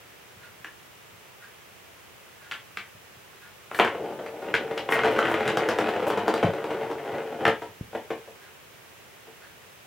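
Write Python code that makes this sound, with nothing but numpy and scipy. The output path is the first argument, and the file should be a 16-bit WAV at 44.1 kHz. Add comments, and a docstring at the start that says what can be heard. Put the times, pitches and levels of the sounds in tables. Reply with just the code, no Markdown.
"""A small carpeted room: a cat bats a hard ball round the groove of a circular plastic track toy.
The ball rumbles over the hollow shell, clacks against the walls and hops at speed.
Claws tick and scratch; padded paws bump the toy and thud on the floor.
Behind it the room hisses faintly, a clock ticks and a picture tube whines."""
import sys
import numpy as np
from scipy import signal
from scipy.fft import rfft, irfft
from scipy.io import wavfile

SR = 44100
rng = np.random.default_rng(int(sys.argv[2]) if len(sys.argv) > 2 else 0)


def log_audio(samples):
    """Write samples as a 16-bit WAV file to the path given in sys.argv[1]."""
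    # one column per channel
    frames = np.atleast_2d(samples).T
    # limit to full scale, then quantise
    limited = np.clip(frames, -1, 1)
    pcm = np.round(limited * 32767).astype(np.int16)
    wavfile.write(sys.argv[1], SR, pcm)


N = 434826
TIME = np.arange(N) / SR
CUTOFF_HZ = 15950

# hiss spectrum: freq_hz, relative_db
HISS_SPECTRUM = [(25, -28), (55, -14), (85, -3.5), (130, -2), (200, -6), (270, -10), (400, -3), (750, -6.5),
                 (1500, -7), (2800, -8), (4400, -17), (5800, -16.5), (9000, -20), (15800, -19.5)]
# left-right likeness of hiss and of echoes: freq_hz, correlation
HISS_LIKENESS = [(60, 0.81), (150, 0.078), (380, 0.18), (950, 0.13), (2380, 0.29), (5980, 0.019),
                 (15000, 0.022)]
ROOM_LIKENESS = [(300, 0.93), (1500, 0.92), (3500, 0.71), (8000, 0.34)]
# echo decay: freq_hz, t60_s
ROOM_DECAY = [(200, 0.28), (1400, 0.25), (3700, 0.25), (10000, 0.12)]
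# echo colour: freq_hz, relative_db
ROOM_SPECTRUM = [(400, -4), (1500, -3), (6000, 1)]

# paws on the floor, soft steps to landings: start_s, level_db
STEPS = [(0.361, -42), (0.489, -44), (0.596, -45), (1.13, -43), (2.799, -45), (2.941, -42), (3.16, -43),
         (6.436, -23.5), (6.478, -28.5), (7.119, -41), (7.467, -29.5), (7.686, -41)]
# floor modes: pitch_hz, t60_s, growth_db_per_db
FLOOR_MODES = [(96, 0.16, 0.5), (125, 0.17, 0.6), (171, 0.17, 0.9), (218, 0.069, .7)]
# claws on the cardboard pad and rim: start_s, length_s, level_db
SCRATCHES = [(3.717, 0.13, -48), (4.89, 0.071, -41.5), (5.10, 0.047, -50), (5.277, 0.076, -49.5),
             (6.058, 0.048, -47)]

# plastic shell modes: pitch_hz, width_hz, lift_db
SHELL_MODES = [(117, 69, 5.5), (172, 30, -7.5), (312.5, 53, 7), (365.4, 6.7, 4), (401, 62, 3.5),
               (444.7, 21, 14.5), (561.4, 10.5, 12.5), (586, 9.5, 6), (700.4, 19, 11.5), (774, 68, 10.5),
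               (885, 22, 4), (936, 13, 4.5), (938, 12, 5), (1216, 23, 8), (1420, 53, 3.5), (1460, 41, 6.5),
               (1936, 105, 3), (2460, 83, 3.5)]
# broad colour of the toy: freq_hz, relative_db
TOY_SPECTRUM = [(55, -17.5), (92, -7.5), (240, 2.5), (272, -11.5), (305, 1.5), (520, 3.5), (820, -3.5),
                (1080, -5.5), (1400, -2), (2000, -5.5), (3100, -9.5), (4300, -25.5), (8000, -34.5),
                (15000, -43)]
# bounds of thump, hollow, clack and crack: edge_hz
REGISTER_EDGES = [60, 290, 1000, 4000, 16000]
# a paw starts, speeds up and stops the ball: start_s, speed_turns_per_s
PUSHES = [(3.709, 0.26), (3.79, 0.34), (4.39, 0.64), (4.661, .64), (4.89, 1.5), (7.5, 0.0098)]

# blows on the toy, pitched by the struck spot: start_s, level_db, pitch_hz
CLAW_TAPS = [(0.645, -38.5, 1530), (2.512, -35.5, 2980), (2.52, -34, 1700), (2.771, -32.5, 2070),
             (3.746, -35, 1650), (4.262, -42, 2070), (4.55, -31.5, 3200), (4.777, -33, 3030),
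             (6.378, -39.5, 3200)]
PAW_BUMPS = [(3.948, -32.5, 560), (4.19, -36, 557), (4.71, -32, 750), (5.961, -29.5, 594),
             (6.067, -26, 523.5), (6.173, -22, 840), (6.428, -19, 654), (6.705, -27, 800),
             (7.118, -34.5, 810), (7.619, -32, 857), (7.929, -39.5, 700), (7.949, -29, 636),
             (8.104, -28, 680), (8.276, -49, 450), (9.27, -52.5, 440)]
WALL_CLACKS = [(3.713, -37.5, 1230), (3.789, -24, 1390), (3.797, -17.5, 890), (3.847, -25.5, 1600),
               (3.875, -35, 1900), (4.5399, -22, 2320), (4.542, -28, 1460), (4.889, -30, 880),
               (4.922, -22, 1894), (4.99, -26.5, 1430), (5.034, -26.5, 1380), (5.1887, -21, 1430),
               (5.227, -29.5, 955), (5.253, -28, 1574), (5.341, -26.5, 1380), (7.452, -19.5, 1560),
               (7.465, -25.5, 1717)]
BALL_HOPS = [(5.477, -24.5, 1800), (5.571, -22.5, 1410), (5.688, -24, 1400), (5.786, -24.5, 1294),
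             (5.888, -30, 1106), (6.101, -27.5, 1110), (6.28, -24, 960), (6.339, -27.5, 1303),
             (6.535, -37.5, 1200), (6.641, -34.5, 908), (6.913, -36.5, 914), (7.479, -24.5, 1200)]
# colour per kind of blow: thump_db, hollow_db, clack_db, crack_db
TAP_DB, BUMP_DB = (-24, -10.5, -0.5, -13.5), (-13.5, -7, -10, -21)
CLACK_DB, HOP_DB = (-17, -2, -1, -20), (-13.5, 1, -4.5, -14)

# rolling: gain at 1 turn/s, exponent of speed
RUMBLE_DB, RUMBLE_POWER = -29, 0.86
RATTLE_DB, RATTLE_POWER = -34.5, 1.5


def from_db(db):
    """Decibels to gain."""
    return 10 ** (np.asarray(db) / 20)


def unit_rms(x):
    """Scale to rms 1."""
    return x / np.sqrt(np.mean(x ** 2) + 1e-20)


def at_hz(table, hz):
    """Table lookup on a log-frequency axis."""
    freq_hz, value = np.transpose(table)
    return np.interp(np.log(np.maximum(hz, 1)), np.log(freq_hz), value)


def decay(t, t60_s):
    """Exponential fall, 60 dB in t60_s."""
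    return np.exp(-np.log(1000) * t / t60_s)


def band(x, low_hz, high_hz, order=3):
    """Causal band-pass."""
    sos = signal.butter(order, [low_hz, high_hz], "band", fs=SR, output="sos")
    return signal.sosfilt(sos, x + 1e-18)


def resonance(x, hz, width_hz):
    """Two-pole resonator, peak gain 1."""
    r = np.exp(-np.pi * width_hz / SR)
    feedback = [1, -2 * r * np.cos(2 * np.pi * hz / SR), r * r]
    return signal.lfilter(np.array([1, 0, -1]) * (1 - r * r) / 2, feedback, x + 1e-18)


def coloured(x, spectrum, size=4096):
    """Minimum-phase filter with the given spectrum."""
    gain = from_db(at_hz(spectrum, np.fft.rfftfreq(size, 1 / SR)))
    cepstrum = irfft(np.log(gain))
    cepstrum[1:size // 2] *= 2
    cepstrum[size // 2 + 1:] = 0
    response = irfft(np.exp(rfft(cepstrum)))
    filtered = signal.fftconvolve(np.atleast_2d(x), response[None], axes=1)
    return filtered[:, :x.shape[-1]].reshape(x.shape)


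def drift(rate_hz):
    """Ramps between unit-normal random values."""
    knots = rng.standard_normal(N // 50)
    return np.interp(TIME * rate_hz, np.arange(len(knots)), knots)


def stereo_noise(likeness, size):
    """White noise, left-right correlation set per frequency."""
    mid, side = rfft(rng.standard_normal((2, size)))
    alike = np.clip(at_hz(likeness, np.fft.rfftfreq(size, 1 / SR)), 0, 1)
    return irfft(np.sqrt((1 + alike) / 2) * mid + np.sqrt((1 - alike) / 2) * side * [[1], [-1]], size)


def placed(starts_s, sounds):
    """Sum sounds at their start times."""
    track = np.zeros(N + SR)
    for start_s, sound in zip(starts_s, sounds):
        start = max(round(start_s * SR), 0)
        track[start:start + len(sound)] += sound
    return track[:N]


def registers(x):
    """Split into thump, hollow, clack and crack."""
    return [band(x, low, high) for low, high in zip(REGISTER_EDGES, REGISTER_EDGES[1:])]


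def room_hiss(level_db=-49.77):
    """Steady, wide noise, strongest in the bass."""
    return from_db(level_db) * unit_rms(coloured(stereo_noise(HISS_LIKENESS, N), HISS_SPECTRUM))


def tube_whine(line_hz=15734, level_db=-76):
    """Thin line tone of a picture tube."""
    return from_db(level_db) * unit_rms(np.sin(2 * np.pi * line_hz * TIME))


def clock(first_s=0.398, case_hz=1530, width_hz=200, swell_s=0.019, level_db=-49, click_db=-23):
    """One far tick a second, smeared by the room into a soft ring of the case."""
    age = (TIME - first_s) % 1 / swell_s
    noise = rng.standard_normal(N)
    case = unit_rms(resonance(noise, case_hz, width_hz))
    click = from_db(click_db) * unit_rms(band(noise, 990, 4800))
    return from_db(level_db) * (case + click) * age * np.exp(1 - age)


def echoes(x, build_s=0.0086):
    """Diffuse room tail: builds fast, dies sooner in the treble."""
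    t = np.arange(SR // 2) / SR
    noise = stereo_noise(ROOM_LIKENESS, len(t))
    edges_hz = np.geomspace(50, 17000, 9)
    tail = 0
    for low, high in zip(edges_hz, edges_hz[1:]):
        hz = np.sqrt(low * high)
        envelope = decay(t, at_hz(ROOM_DECAY, hz)) * from_db(at_hz(ROOM_SPECTRUM, hz))
        tail += band(noise, low, high) * envelope
    tail *= 1 - np.exp(-(t / build_s) ** 2)
    tail /= np.sqrt(np.sum(tail ** 2) / 2)
    return signal.oaconvolve(x[None], tail, axes=1)[:, :N]


def circling_echoes(x, turns):
    """Two echo patterns crossfade as the ball circles."""
    angle = np.pi * turns
    return echoes(x * np.cos(angle)) + echoes(x * np.sin(angle))


def floor_mode(level_db, pitch_hz, t60_s, rise_s=0.00095):
    """One damped floor mode, pushed softly."""
    t = np.arange(SR // 3) / SR
    envelope = decay(t, t60_s) * (1 - np.exp(-t / rise_s))
    return from_db(level_db) * np.sin(2 * np.pi * pitch_hz * t) * envelope


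def paw_steps(gain_db=1, full_weight_db=-28, thud_s=7.81):
    """Paws drive the floor modes, equally at full weight; one dead thud on the carpet."""
    starts_s, level_db = np.transpose(STEPS)
    level_db = level_db[:, None]
    steps = sum((-1) ** k * floor_mode(level_db + growth * (level_db - full_weight_db), hz, t60_s)
                for k, (hz, t60_s, growth) in enumerate(FLOOR_MODES))
    thud = floor_mode(level_db=-10.5, pitch_hz=118, t60_s=0.012)
    return from_db(gain_db) * band(placed([*starts_s, thud_s], [*steps, thud]), 80, 900, order=2)


def scratches(low_hz=5500, catch_db=4, catch_hz=400):
    """Claw tips catch and slip: a brief, bright rasp."""
    strokes = sum(from_db(db) * np.interp(TIME - start_s, [0, length_s / 2, length_s], [0, 1, 0])
                  for start_s, length_s, db in SCRATCHES)
    rasp = rng.standard_normal(N) * from_db(catch_db * drift(catch_hz))
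    return strokes * unit_rms(band(rasp, low_hz, CUTOFF_HZ, order=1))


def shell_ring(force):
    """Modes of the hollow shell, to add to the direct force."""
    return sum((from_db(lift_db) - 1) * resonance(force, hz, width_hz)
               for hz, width_hz, lift_db in SHELL_MODES)


def ball_motion(push_s=0.032, coast_s=2.3):
    """Speed (turns/s) and distance (turns): each push sets a speed, friction bleeds it off."""
    target = np.zeros(N)
    for start_s, new_speed in PUSHES:
        target = np.where(TIME >= start_s, new_speed * np.exp((start_s - TIME) / coast_s), target)
    lag = np.exp(-1 / (push_s * SR))
    speed = signal.lfilter([1 - lag], [1, -lag], target + 1e-18)
    return speed, np.cumsum(speed) / SR


def groove_ring(force, speed, turns, rest_hz=525, hz_per_speed=35, swing_hz=38, high_turns=0.086):
    """Groove resonance: rises with speed, swings twice a lap; blended from fixed resonators."""
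    pitch_hz = rest_hz + hz_per_speed * speed + swing_hz * np.cos(4 * np.pi * (turns - high_turns))
    centres_hz = np.linspace(pitch_hz.min(), pitch_hz.max(), 7)
    return sum(np.interp(pitch_hz, centres_hz, share) * resonance(force, hz, width_hz=190)
               for hz, share in zip(centres_hz, np.eye(len(centres_hz))))


def rolling(speed, turns, bumps_per_s=500, spread_db=1.5, flutter_db=4.5, smooth_db=-11, groove_db=1,
            thump_db=-13, hollow_db=-0.5, clack_db=-3, crack_db=-19, near_db=1, near_turns=0.85):
    """Tiny bumps click into the shell; the fast ball rattles the walls. Louder on the near side."""
    sizes = from_db(spread_db * np.minimum(rng.exponential(1, N), 3)) * rng.choice([-1, 1], N)
    bumps = unit_rms(sizes * (rng.random(N) < bumps_per_s / SR))
    force = bumps + from_db(smooth_db) * rng.standard_normal(N)
    force *= from_db(flutter_db * drift(rate_hz=70))
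    body = force + shell_ring(force) + from_db(groove_db) * groove_ring(force, speed, turns)
    thump, hollow, clack, crack = map(unit_rms, registers(coloured(body, TOY_SPECTRUM)))
    low = from_db(thump_db) * thump + from_db(hollow_db) * hollow
    high = from_db(clack_db) * clack + from_db(crack_db) * crack
    rumble = from_db(RUMBLE_DB) * speed ** RUMBLE_POWER * low
    rattle = from_db(RATTLE_DB) * speed ** RATTLE_POWER * high
    nearness = from_db(near_db * np.cos(2 * np.pi * (turns - near_turns)))
    return nearness * (rumble + rattle)


def jostles(speed, turns, count=30, offset_db=-3.5, spread_db=2.5, lowest_hz=1020):
    """Chance knocks along the track, louder at speed: start_s, level_db, pitch_hz."""
    place, size, octaves = rng.random((count, 3)).T
    starts_s = np.interp(place * turns[-1], turns, TIME)
    rattle_db = RATTLE_DB + RATTLE_POWER * 20 * np.log10(np.interp(starts_s, TIME, speed))
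    level_db = rattle_db + offset_db + spread_db * (2 * size - 1)
    return zip(starts_s, level_db, lowest_hz * 2 ** octaves)


def contacts(speed, turns, hard_rise_s=0.00091, padded_rise_s=0.0046, pivot_hz=1200):
    """All blows: start_s, pitch_hz, rise_s, four register levels_db."""
    kinds = [(CLAW_TAPS, TAP_DB, hard_rise_s),
             (WALL_CLACKS, CLACK_DB, hard_rise_s),
             (BALL_HOPS, HOP_DB, hard_rise_s),
             (PAW_BUMPS, BUMP_DB, padded_rise_s),
             (jostles(speed, turns), CLACK_DB, hard_rise_s)]
    tilt_db_per_octave = np.array([0, -7.5, 0, 4.5])  # stiffer spot: less hollow, more crack
    blows = []
    for rows, colour_db, rise_s in kinds:
        for start_s, level_db, pitch_hz in rows:
            tilt_db = tilt_db_per_octave * np.log2(pitch_hz / pivot_hz)
            blows.append((start_s, pitch_hz, rise_s, *(level_db + tilt_db + colour_db)))
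    return blows


def knocks(blows, snap_t60_s=0.0069, ring_t60_s=0.075, ring_db=-14, spot_db=3, spot_q=1.9, modes_db=-1):
    """The plastic snaps and shudders, the struck spot rings; hard blows bright, padded ones hollow."""
    starts_s, spots_hz, rise_s, *levels_db = np.transpose(blows)
    t = np.arange(SR // 5) / SR
    attack = 1 - np.exp(-t / rise_s[:, None])
    envelope = attack * (decay(t, snap_t60_s) + from_db(ring_db) * decay(t, ring_t60_s))
    envelope /= np.linalg.norm(envelope, axis=1, keepdims=True)
    shudders = rng.standard_normal(envelope.shape) * envelope
    spots = np.array([resonance(shudder, hz, hz / spot_q) for shudder, hz in zip(shudders, spots_hz)])
    body = shudders + from_db(spot_db) * spots + from_db(modes_db) * shell_ring(t == 0)
    sounds = 0
    for register, level_db in zip(registers(coloured(body, TOY_SPECTRUM)), levels_db):
        onset_rms = np.sqrt(np.mean(register[:, :SR // 40] ** 2, axis=1))
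        sounds += register * (from_db(level_db) / onset_rms)[:, None]
    return placed(starts_s, sounds)


def scene(near_pan_db=0.74, far_pan_db=-0.38, toy_wet_db=-3, paw_wet_db=-11):
    """Toy close and slightly left; clock heard only through the room."""
    speed, turns = ball_motion()
    toy = knocks(contacts(speed, turns)) + rolling(speed, turns) + scratches()
    steps = paw_steps()
    near = toy + from_db(toy_wet_db) * circling_echoes(toy, turns) + steps
    far = echoes(clock() + from_db(paw_wet_db) * steps) + room_hiss() + tube_whine()
    leftward = np.array([[1], [-1]])
    return near * from_db(near_pan_db * leftward) + far * from_db(far_pan_db * leftward)


def record(dry, ceiling_db=-1):
    """Soft clip, then steep low-pass."""
    rounded = from_db(ceiling_db) * np.tanh(dry / from_db(ceiling_db))
    return signal.sosfilt(signal.ellip(12, .1, 80, CUTOFF_HZ, fs=SR, output="sos"), rounded)


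dry = scene()
out = record(dry)
log_audio(out)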